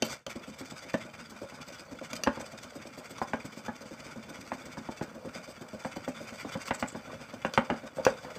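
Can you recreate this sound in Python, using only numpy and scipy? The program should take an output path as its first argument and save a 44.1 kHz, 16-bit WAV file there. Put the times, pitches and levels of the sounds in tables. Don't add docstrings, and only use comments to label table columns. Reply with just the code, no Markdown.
import sys
import numpy as np
from scipy import signal
from scipy.io import wavfile
from scipy.ndimage import uniform_filter1d

SR = 44100
rng = np.random.default_rng(int(sys.argv[2]) if len(sys.argv) > 2 else 0)


def materialize(psi):
    bounded = np.clip(np.atleast_2d(psi).T, -1, 1)
    quanta = np.round(bounded * 32767).astype(np.int16)
    wavfile.write(sys.argv[1], SR, quanta)


def decibels_to_gain(level_db):
    exponent = np.asarray(level_db, float) / 20
    return 10 ** exponent


N = 369905

# pitch_hz, width_hz, thump_db, stroke_db, clink_db (level under each contact)
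RING_MODES = [(86, 110, -37, -32, -50), (164, 16.6, -9, -8, -42), (231.2, 27.5, 4.5, -9.5, -18),
              (316, 67, 4.5, -50, -35), (546, 29, -5.5, -31, -21), (592, 79, -5, -31, -4),
              (814, 103, 3.5, -45, -27), (979, 107, 3, -49, -11.5), (1176, 77, -4, -48, -6.5),
              (1426, 20, -11, -14, -26), (1470, 90, -8.5, -2.5, -9), (1627, 117, 0, -8, -34),
              (1957, 144, -0.5, -13, -15), (2224, 196, -9, -2, -44), (2388, 160, -2.5, -0.5, -5),
              (2740, 76, -7, -8.5, -12.5), (3056, 53, -16, -8, -15), (3514, 170, -13, -2.5, -10),
              (4400, 950, -53, -11.5, -3.5), (4820, 164, -16, -3.5, -5.5), (5370, 1360, -53, -4.5, -63),
              (6024, 440, -52, -6.5, -2.5), (6720, 330, 1.5, -13.5, -10.5), (7400, 270, -20, -15.5, -59),
              (7610, 110, -40, -20.5, -50), (7780, 86, -36, -15, -50), (8180, 69, -40, -18, -50),
              (8330, 67, -40, -27.5, -50), (7950, 300, -12, -21.5, -25), (9500, 160, -42, -48, -63),
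              (9830, 630, -47.5, -22, -7.5), (12250, 960, -50, -17, -14), (13900, 1000, -55, -56, -13),
              (15770, 810, -55, -14, -20)]
# time_s, level_db, hardness_db (over 900 Hz)
SPOON_TURNS = [(0.266, -31, -16), (0.353, -27, -40), (0.474, -34.5, -28), (0.606, -34, -15),
               (0.716, -37.5, -7.5), (0.846, -39, -20), (0.94, -12.5, -10), (1.046, -45, -6),
               (1.192, -57.5, -6), (1.314, -50, 1), (1.415, -34.5, -16), (1.519, -36.5, -3),
               (1.67, -50, -18), (1.792, -50, -5), (1.914, -35, -26), (2.012, -32, -10), (2.126, -35.5, -7),
               (2.2712, -12.5, -3), (2.403, -25.5, -11), (2.528, -37, -19), (2.641, -38, -6),
               (2.752, -32, -27), (2.851, -36, -20.5), (2.975, -33, -16), (3.102, -35, -28),
               (3.215, -26, -3), (3.332, -22.5, -1), (3.442, -34.5, -20), (3.569, -30, -17),
               (3.681, -28.5, -4), (3.808, -36, -30), (3.909, -29, -31), (4.054, -42, -12),
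               (4.157, -33, -22), (4.288, -33, -14), (4.384, -42, -18), (4.517, -25, -3.5),
               (4.659, -38, -22), (4.769, -33.5, -2), (4.887, -30, -11), (5.01, -26.5, -4),
               (5.148, -40.5, -13), (5.248, -35.5, -14), (5.352, -33, -19.5), (5.477, -38, -22),
               (5.605, -36, -13), (5.729, -32, -29), (5.847, -24, -5), (5.961, -27.5, -13),
               (6.077, -21.5, -13), (6.202, -31.5, -33), (6.318, -42.5, -8), (6.447, -36.5, -2.5),
               (6.551, -27.5, -8), (6.707, -20, -1.5), (6.825, -21.5, -1), (6.947, -27.5, -6.5),
               (7.077, -45, -24), (7.198, -47, -6), (7.332, -35.5, -15), (7.447, -21, -0.5),
               (7.575, -14.5, 0), (7.699, -19, -3), (7.831, -39, -7), (7.968, -34, -4), (8.085, -42, -20),
               (8.361, -37, -20)]
# time_s, level_db, boom_db (under 350 Hz), hardness_db (over 900 Hz)
FURTHER_THUMPS = [(0.023, -12, -13.5, -19.5), (1.435, -35, -12, -24), (1.572, -37, -31, -25),
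                  (1.686, -30.5, -30, -32), (1.946, -34, -36, -22), (2.19, -31.5, -33, -28),
                  (2.263, -28, -22, 0), (2.369, -31.5, -3.5, -6), (5.175, -35.5, -28, -25),
                  (7.13, -32, -40, -25), (7.58, -22.5, -7.5, -16), (7.694, -34.5, -18, -11),
                  (7.704, -26, -1.5, -5), (7.739, -30.5, -21, -7.5), (7.983, -19.5, -36, -29),
                  (7.995, -26, -14, -16), (8.065, -7.5, -47, -12), (8.247, -28.5, -23, -10.5)]
# time_s, level_db, brightness_db_per_octave, length_s (before scaling)
GLAZE_STROKES = [(0.041, -32, 15, 0.037), (0.066, -34, 3.5, 0.094), (0.293, -27, 1, 0.039),
                 (0.357, -41, 8, 0.024), (0.42, -39, -3, 0.037), (0.47, -39, 9, 0.039),
                 (0.53, -39, 0.6, 0.03), (0.583, -35.5, 11, 0.039), (0.642, -37, -1, 0.048),
                 (0.701, -32.5, 5.6, 0.028), (0.763, -30.5, 1.3, 0.033), (0.825, -37, 4, 0.028),
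                 (0.888, -33.5, 1.5, 0.027), (0.937, -37, 6, 0.026), (0.976, -39, 8, 0.02),
                 (1.003, -37, -3, 0.038), (1.05, -45, 8, 0.028), (1.137, -39.5, -6, 0.026),
                 (1.189, -38, -1, 0.038), (1.241, -40, -3.5, 0.033), (1.296, -42.5, 15, 0.033),
                 (1.348, -43.5, -2, 0.054), (1.415, -44, 13, 0.037), (1.477, -39, 2, 0.042),
                 (1.541, -36, 6, 0.032), (1.614, -35, -2, 0.021), (1.667, -36.5, 6, 0.039),
                 (1.718, -39.5, 0, 0.053), (1.78, -37.5, 5.5, 0.045), (1.914, -43, 3, 0.027),
                 (1.988, -44.0, -6.5, 0.018), (2.031, -35, 0, 0.04), (2.099, -38, 1, 0.03),
                 (2.154, -30, 7.5, 0.026), (2.347, -36, -3, 0.031), (2.395, -33.5, 9.5, 0.033),
                 (2.455, -30, 4.3, 0.025), (2.509, -38.0, 8, 0.031), (2.576, -40.0, 2, 0.027),
                 (2.629, -35.5, 7, 0.029), (2.7, -41, -1, 0.022), (2.747, -40, 14, 0.034),
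                 (2.81, -37, -3, 0.033), (2.867, -40.5, 13, 0.024), (2.922, -42, 1, 0.041),
                 (2.969, -41.5, 11, 0.044), (3.043, -36, 1.4, 0.033), (3.093, -40.5, 12, 0.038),
                 (3.148, -41.5, -5.5, 0.049), (3.215, -37, 7, 0.032), (3.274, -38, 0, 0.04),
                 (3.33, -48, 5, 0.037), (3.398, -41, -3, 0.036), (3.45, -36.5, 9, 0.03),
                 (3.522, -43, 0.3, 0.027), (3.568, -43.5, 9, 0.045), (3.641, -37, -1, 0.039),
                 (3.752, -42.0, 0.5, 0.03), (3.809, -41.5, 11, 0.026), (3.854, -41.5, 1, 0.04),
                 (3.904, -43, 7, 0.047), (3.99, -37.5, -3, 0.03), (4.036, -39.5, 1, 0.064),
                 (4.104, -38, -1.1, 0.036), (4.16, -54, 7, 0.034), (4.225, -42, -5.5, 0.026),
                 (4.29, -42, 11, 0.024), (4.341, -38.5, -1, 0.033), (4.406, -35, 7, 0.021),
                 (4.46, -38.0, 1, 0.041), (4.527, -40, 8, 0.034), (4.586, -40.5, 0, 0.045),
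                 (4.653, -35.5, 7.5, 0.028), (4.714, -41.0, 3.5, 0.036), (4.775, -39.5, 7, 0.029),
                 (4.841, -43, -7, 0.049), (4.905, -39.5, 2, 0.035), (4.967, -39, 1, 0.033),
                 (5.025, -36, 6, 0.027), (5.085, -52, -4, 0.03), (5.143, -52, 12, 0.032),
                 (5.214, -55.5, 2.1, 0.018), (5.248, -50, 11.5, 0.031), (5.292, -42, -9, 0.012),
                 (5.334, -38, 1, 0.057), (5.431, -39, 4, 0.033), (5.482, -43, 12, 0.046),
                 (5.555, -45.5, -5.5, 0.028), (5.61, -47, 17, 0.028), (5.683, -44.0, 2.8, 0.015),
                 (5.732, -44.5, 10, 0.025), (5.792, -38, 1, 0.033), (5.843, -40, 7, 0.041),
                 (5.916, -38.5, -4, 0.026), (5.958, -35.5, 6.5, 0.027), (6.034, -38, -0.8, 0.029),
                 (6.073, -39, 14, 0.034), (6.148, -38.5, -6, 0.047), (6.199, -45, 14, 0.057),
                 (6.27, -37.0, -2, 0.052), (6.325, -42, 6, 0.053), (6.379, -30.5, 0.7, 0.052),
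                 (6.478, -39, -5, 0.033), (6.511, -32, -1, 0.046), (6.573, -40.5, 5.8, 0.013),
                 (6.6, -33.5, -1.5, 0.039), (6.655, -32.0, 6, 0.042), (6.737, -35, 0, 0.03),
                 (6.79, -37.5, 13, 0.034), (6.875, -41, 8, 0.041), (6.955, -46, 8, 0.033),
                 (7.043, -44, -2.5, 0.039), (7.11, -42, -3.6, 0.048), (7.19, -41, 1, 0.066),
                 (7.286, -48.5, -6, 0.041), (7.33, -47, 6.3, 0.032), (7.418, -45.5, -6, 0.026),
                 (7.452, -46.5, 5, 0.034), (7.553, -42, 8, 0.054), (7.648, -45, -6, 0.026),
                 (7.761, -44.5, -3, 0.042), (7.859, -41.5, 0, 0.033), (7.948, -47, 13, 0.053),
                 (8.024, -36.5, -1, 0.1), (8.162, -45, -3, 0.042), (8.22, -44, 6, 0.042),
                 (8.302, -46, -8, 0.023), (8.348, -40, 4, 0.03)]
# start_s, level_db, pitch_hz, length_s (before scaling)
EDGE_SQUEAKS = [(6.649, -43, 7300, 0.024), (6.73, -26.5, 7200, 0.028), (6.807, -37, 7260, 0.019),
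                (6.869, -29, 7400, 0.026), (6.917, -37, 7400, 0.013)]
# start_s, level_db, brightness_db_per_octave, rattle_s (decay of the rebounds)
RIM_CLINKS = [(0.0227, -15, 2, 0.0036), (0.265, -27, 0.5, 0.0028), (2.132, -26, 4, 0.0039),
              (2.236, -20, 4.5, 0.0034), (3.183, -34.5, -1, 0.0069), (6.6818, -33.5, -2, 0.0056),
              (7.5375, -26, 2, 0.0099), (8.0506, -21.5, 4, 0.0044)]
# pitch_hz, density_db (per Hz)
BATTER_COLOUR = [(24, -45), (40, 0.5), (224, -4), (423, -15), (539, 7), (727, -5.5), (1430, -5),
                 (1780, -12), (2320, -28.5), (2850, -21.5), (3500, -30), (4550, -25), (7700, -120)]
# pitch_hz, t60_s
ECHO_TIMES = [(150, 0.13), (600, 0.24), (2500, 0.21), (8000, 0.13)]
# pitch_hz, level_db
TREBLE_COLOUR = [(8500, -0.5), (9100, -7), (11100, -6.5), (12200, 1), (13300, -15.5), (15000, 1),
                 (15400, -7), (15520, -60)]
# time_s, level_db
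LEVEL_CURVE = [(0, -10), (.021, -2.5), (.14, 2), (.2, -9.5), (.25, -24), (0.263, -21), (0.266, -3),
               (7.885, 0), (7.9, -5.5), (7.945, -4), (7.96, -0.5), (8.4, 1.5)]

ECHO_DB = -12
DRAG_DB, DRAG_SHARE = -49, 0.37
SLOSH_DB, SURGE_PER_DB, SURGE_S = -49.5, 0.2734, 0.079
SETTLE_DB, SETTLE_S, SETTLE_BEND = -3.5, 0.073, 1.23
BOOM_DB, BOOM_PER_DB, BOOM_PER_HARD_DB, CUSHIONED_DB = -5.5, -0.3153, 0.39, -8.5
BOOM_LAG_S = 0.00299
BEND, GULP = 0.022, 0.1
CRACK_DB, CRACK_S, CRACK_HZ = -7, 0.0055, (500, 3640)


def bowl():
    hz, width, thump_db, stroke_db, clink_db = np.transpose(RING_MODES)
    drive = thumps(hz, thump_db) + clinks(hz, clink_db) + strokes(hz, width, stroke_db)
    knots = np.arange(0, N + 650, 650)
    turns = np.interp(knots / SR, np.transpose(SPOON_TURNS)[0], np.arange(len(SPOON_TURNS)))
    sweep = BEND * np.sin(2 * np.pi * turns) + 0.017 * rng.standard_normal(len(knots))
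    alone = 0.014 * rng.standard_normal((len(knots), len(hz)))
    drift = (sweep[:, None] + alone) * np.minimum(3600 / hz, 1)
    slope = rng.standard_normal(len(SPOON_TURNS)).clip(-1.5, 1.5)[turns.astype(int)]
    drift += np.outer(GULP * slope * np.sin(np.pi * turns) ** 2, np.clip(1 - hz / 1100, 0, 1))
    out = np.zeros(N)
    for f, w, force, wander in zip(hz, width, drive, 1 + drift.T):
        phase = 2 * np.pi * f * np.cumsum(np.interp(np.arange(N), knots, wander)) / SR
        carrier = np.exp(1j * phase)
        envelope = signal.lfilter([1], [1, -np.exp(-np.pi * w / SR)], force * carrier.conj())
        out += (carrier * envelope).imag
    return out


def thumps(hz, ring_db):
    rows, drive = blows(), np.zeros((len(hz), N))
    spots = spot(2.5, count=len(rows))
    draws = rng.random((len(rows), len(hz) + 1, 24))
    high, low = np.clip(np.log2(hz / 620) / 0.46, 0, 1), hz < 350
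    for (s, db, boom_db, hard_db), draw, where in zip(rows, draws, spots):
        light = np.clip((-18 - db) / 18, 0, 1)
        force = rattle(.008 + 0.01098 * light, draw, -5 + 8 * light, 0.00028 + 0.00063 * light)
        waves = np.exp(-2j * np.pi * np.outer(hz, np.arange(force.shape[1])) / SR)
        piled = abs((force * waves).sum(1))
        evening = (np.sqrt(np.mean(piled ** 2)) / (piled + 1e-9)) ** .7
        force = force * evening.clip(.4, 1.7)[:, None]
        force[low] = np.roll(force[low], round(BOOM_LAG_S * SR), axis=1)
        level = where * decibels_to_gain(db + ring_db + low * boom_db + high * hard_db)
        add(drive, s + 0.00117, level[:, None] * force)
    return drive + plops(hz, ring_db - 9 * high)


def blows():
    rows = list(FURTHER_THUMPS)
    for s, db, hard_db in SPOON_TURNS:
        boom_db = BOOM_DB + BOOM_PER_DB * (db + 25.5) + BOOM_PER_HARD_DB * max(hard_db, CUSHIONED_DB)
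        rows.append((s, db, boom_db, hard_db))
    return sorted(rows)


def strokes(hz, width, ring_db):
    drag_db = DRAG_DB + DRAG_SHARE * (pressure_db(np.arange(N) / SR) + 39.5)
    pressure = np.outer(decibels_to_gain(ring_db - 1.4 * np.log2(hz / 4500)), decibels_to_gain(drag_db))
    octaves = np.log2(hz / 4500).clip(-1.5, 1.2)
    wander = uniform_filter1d(rng.standard_normal((N // 64 + 1, len(hz))), size=16, axis=0)
    pressure *= decibels_to_gain(12 * wander.T).repeat(64, axis=1)[:, :N]
    count = len(GLAZE_STROKES)
    spots, rises = abs(spot(3.36, count=count)), rng.uniform(0.34, 0.71, count)
    for (s, db, tilt_db, length), where, rise in zip(GLAZE_STROKES, spots, rises):
        level = where * decibels_to_gain(db + ring_db + tilt_db * octaves)
        add(pressure, s - .007, np.outer(level, slide(length, rise)))
    for s, db, squeak_hz, length in EDGE_SQUEAKS:
        level = decibels_to_gain(db) * np.exp(-((hz - squeak_hz) / 500) ** 2)
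        add(pressure, s, np.outer(level, slide(length, 0.6)))
    grit = rng.standard_normal(N) * decibels_to_gain(1.8 * rng.exponential(1, N).clip(0, 5))
    grit *= decibels_to_gain(29 * uniform_filter1d(rng.standard_normal(N), size=150))
    return pressure * grit / grit.std() * np.sqrt(4 * np.pi * width / SR)[:, None] * decibels_to_gain(-16)


def pressure_db(t):
    s, db = np.transpose(GLAZE_STROKES)[:2]
    return np.interp(t, s, uniform_filter1d(db, size=3))


def slide(length, rise):
    u = np.linspace(0, 1, round(1.354 * np.clip(length, .008, .12) * SR))
    bite = np.sin(np.pi / 2 * np.minimum(u / rise, 1)) ** 2
    return bite * np.cos(np.pi / 2 * u ** 1.325) ** 2


def clinks(hz, ring_db):
    drive, spots = np.zeros((len(hz), N)), spot(2.5, count=len(RIM_CLINKS))
    draws = rng.random((len(RIM_CLINKS), len(hz) + 1, 24))
    octaves = np.log2(hz / 3000).clip(-2, 1)
    for (s, db, tilt_db, length), draw, where in zip(RIM_CLINKS, draws, spots):
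        force = rattle(max(length, 1e-3), draw, -1.1, 0)
        add(drive, s, (where * decibels_to_gain(db + ring_db + tilt_db * octaves))[:, None] * force)
    return drive


def cracks():
    rows, t, out = blows(), np.arange(round(.03 * SR)) / SR, np.zeros((1, N))
    shape = np.minimum(t / 0.0013, 1) * np.exp(-t / CRACK_S)
    for (s, db, _, hard_db), burst in zip(rows, rng.standard_normal((len(rows), len(t)))):
        add(out, s + 0.001203, decibels_to_gain(db + hard_db + CRACK_DB) * (shape * burst)[None])
    return signal.sosfilt(signal.butter(2, CRACK_HZ, "band", fs=SR, output="sos"), out[0])


def rattle(length, draw, later_db, contact):
    when, size = draw[0], draw[1:]
    force = np.zeros((len(size), round(.12 * SR)))
    delay = np.clip(2.5 * length * when, 0, .1)
    force[:, (delay * SR).astype(int) + 1] = decibels_to_gain(later_db) * (2 * size - 1) * np.exp(-delay / length)
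    force[:, 0] = 0.89
    push = signal.windows.hann(round(contact * SR) + 3)
    return signal.lfilter(push / push.sum(), 1, force)


def spot(scatter_db, count):
    draw = rng.standard_normal((count, len(RING_MODES), 2))
    return np.sign(draw[..., 0]) * decibels_to_gain(scatter_db * draw[..., 1].clip(-1.7, 1.7))


def add(drive, s, force):
    part = drive[:, max(round(s * SR), 0):][:, :force.shape[1]]
    part += force[:, :part.shape[1]]


def plops(hz, ring_db):
    count = 600
    at, size = rng.integers(0, N, count), rng.exponential(1, count).clip(0, 3)
    drive = np.zeros((len(hz), N))
    drive[:, at] = decibels_to_gain(-10 + 3.14 * size) * slosh()[at] * (decibels_to_gain(ring_db) * spot(5.9, count=count)).T
    push = signal.windows.hann(25)
    return signal.lfilter(push / push.sum(), 1, drive)


def churn():
    frames, hz = N // 128 + 5, np.fft.rfftfreq(512, 1 / SR)
    a, b, patches = rng.standard_normal((frames, 257, 3)).T
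    patches = uniform_filter1d(uniform_filter1d(patches, size=7, axis=0), size=10, axis=1)
    z = (a + 1j * b) * decibels_to_gain(read(BATTER_COLOUR, hz)[:, None] + 3 * patches / patches.std())
    x = signal.istft(z, nperseg=512, noverlap=384)[1][:N]
    return slosh() * x / x.std()


def slosh():
    t = np.arange(N) / SR
    beats, strength_db = np.transpose([(-1, -60)] + [row[:2] for row in blows()])
    since = t - beats[np.searchsorted(beats, t) - 1]
    settle_db = SETTLE_DB * np.clip(since / SETTLE_S, 0, 1) ** SETTLE_BEND
    surge_db = sum(SURGE_PER_DB * (db + 34.5) * (t > s) * np.exp(-abs(t - s) / SURGE_S)
                   for s, db in zip(beats, strength_db) if db > -30)
    return decibels_to_gain(SLOSH_DB + uniform_filter1d(settle_db + surge_db, size=300))


def kitchen(x):
    taps = np.zeros(SR // 2)
    at = np.arange(200, len(taps) - 20, 20)
    taps[at + rng.integers(0, 20, len(at))] = rng.choice([-1., 1.], len(at))
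    hz, t, z = signal.stft(taps, SR, nperseg=256)
    decay = decibels_to_gain(-60 * t / read(ECHO_TIMES, hz).clip(.03)[:, None])
    tail = signal.istft(z * decay, SR, nperseg=256)[1]
    return signal.fftconvolve(x, tail / np.linalg.norm(tail))[:N]


def read(points, hz):
    f, value = np.transpose(points)
    return np.interp(np.log(hz + 1), np.log(f + 1), value)


def scene():
    dry = bowl() + cracks()
    return (dry + decibels_to_gain(ECHO_DB) * kitchen(dry) + churn())[None]


def low_pass(x):
    return signal.sosfilt(signal.butter(12, 16480, fs=SR, output="sos"), x)


def record(dry):
    hiss = decibels_to_gain(-67.5) * rng.standard_normal(dry.shape)
    low_cut = signal.butter(3, 70, "high", fs=SR, output="sos")
    band = signal.sosfilt(low_cut, dry + hiss)
    hz = np.linspace(0, SR / 2, 513)
    colour = signal.firwin2(401, hz, decibels_to_gain(read(TREBLE_COLOUR, hz)), fs=SR, window=("kaiser", 7))
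    band = signal.oaconvolve(band, colour[None], "same")
    s, db = np.transpose(LEVEL_CURVE)
    mix = band * decibels_to_gain(np.interp(np.arange(N) / SR, s, db))
    return low_pass(mix)


dry = scene()
out = record(dry)
materialize(out)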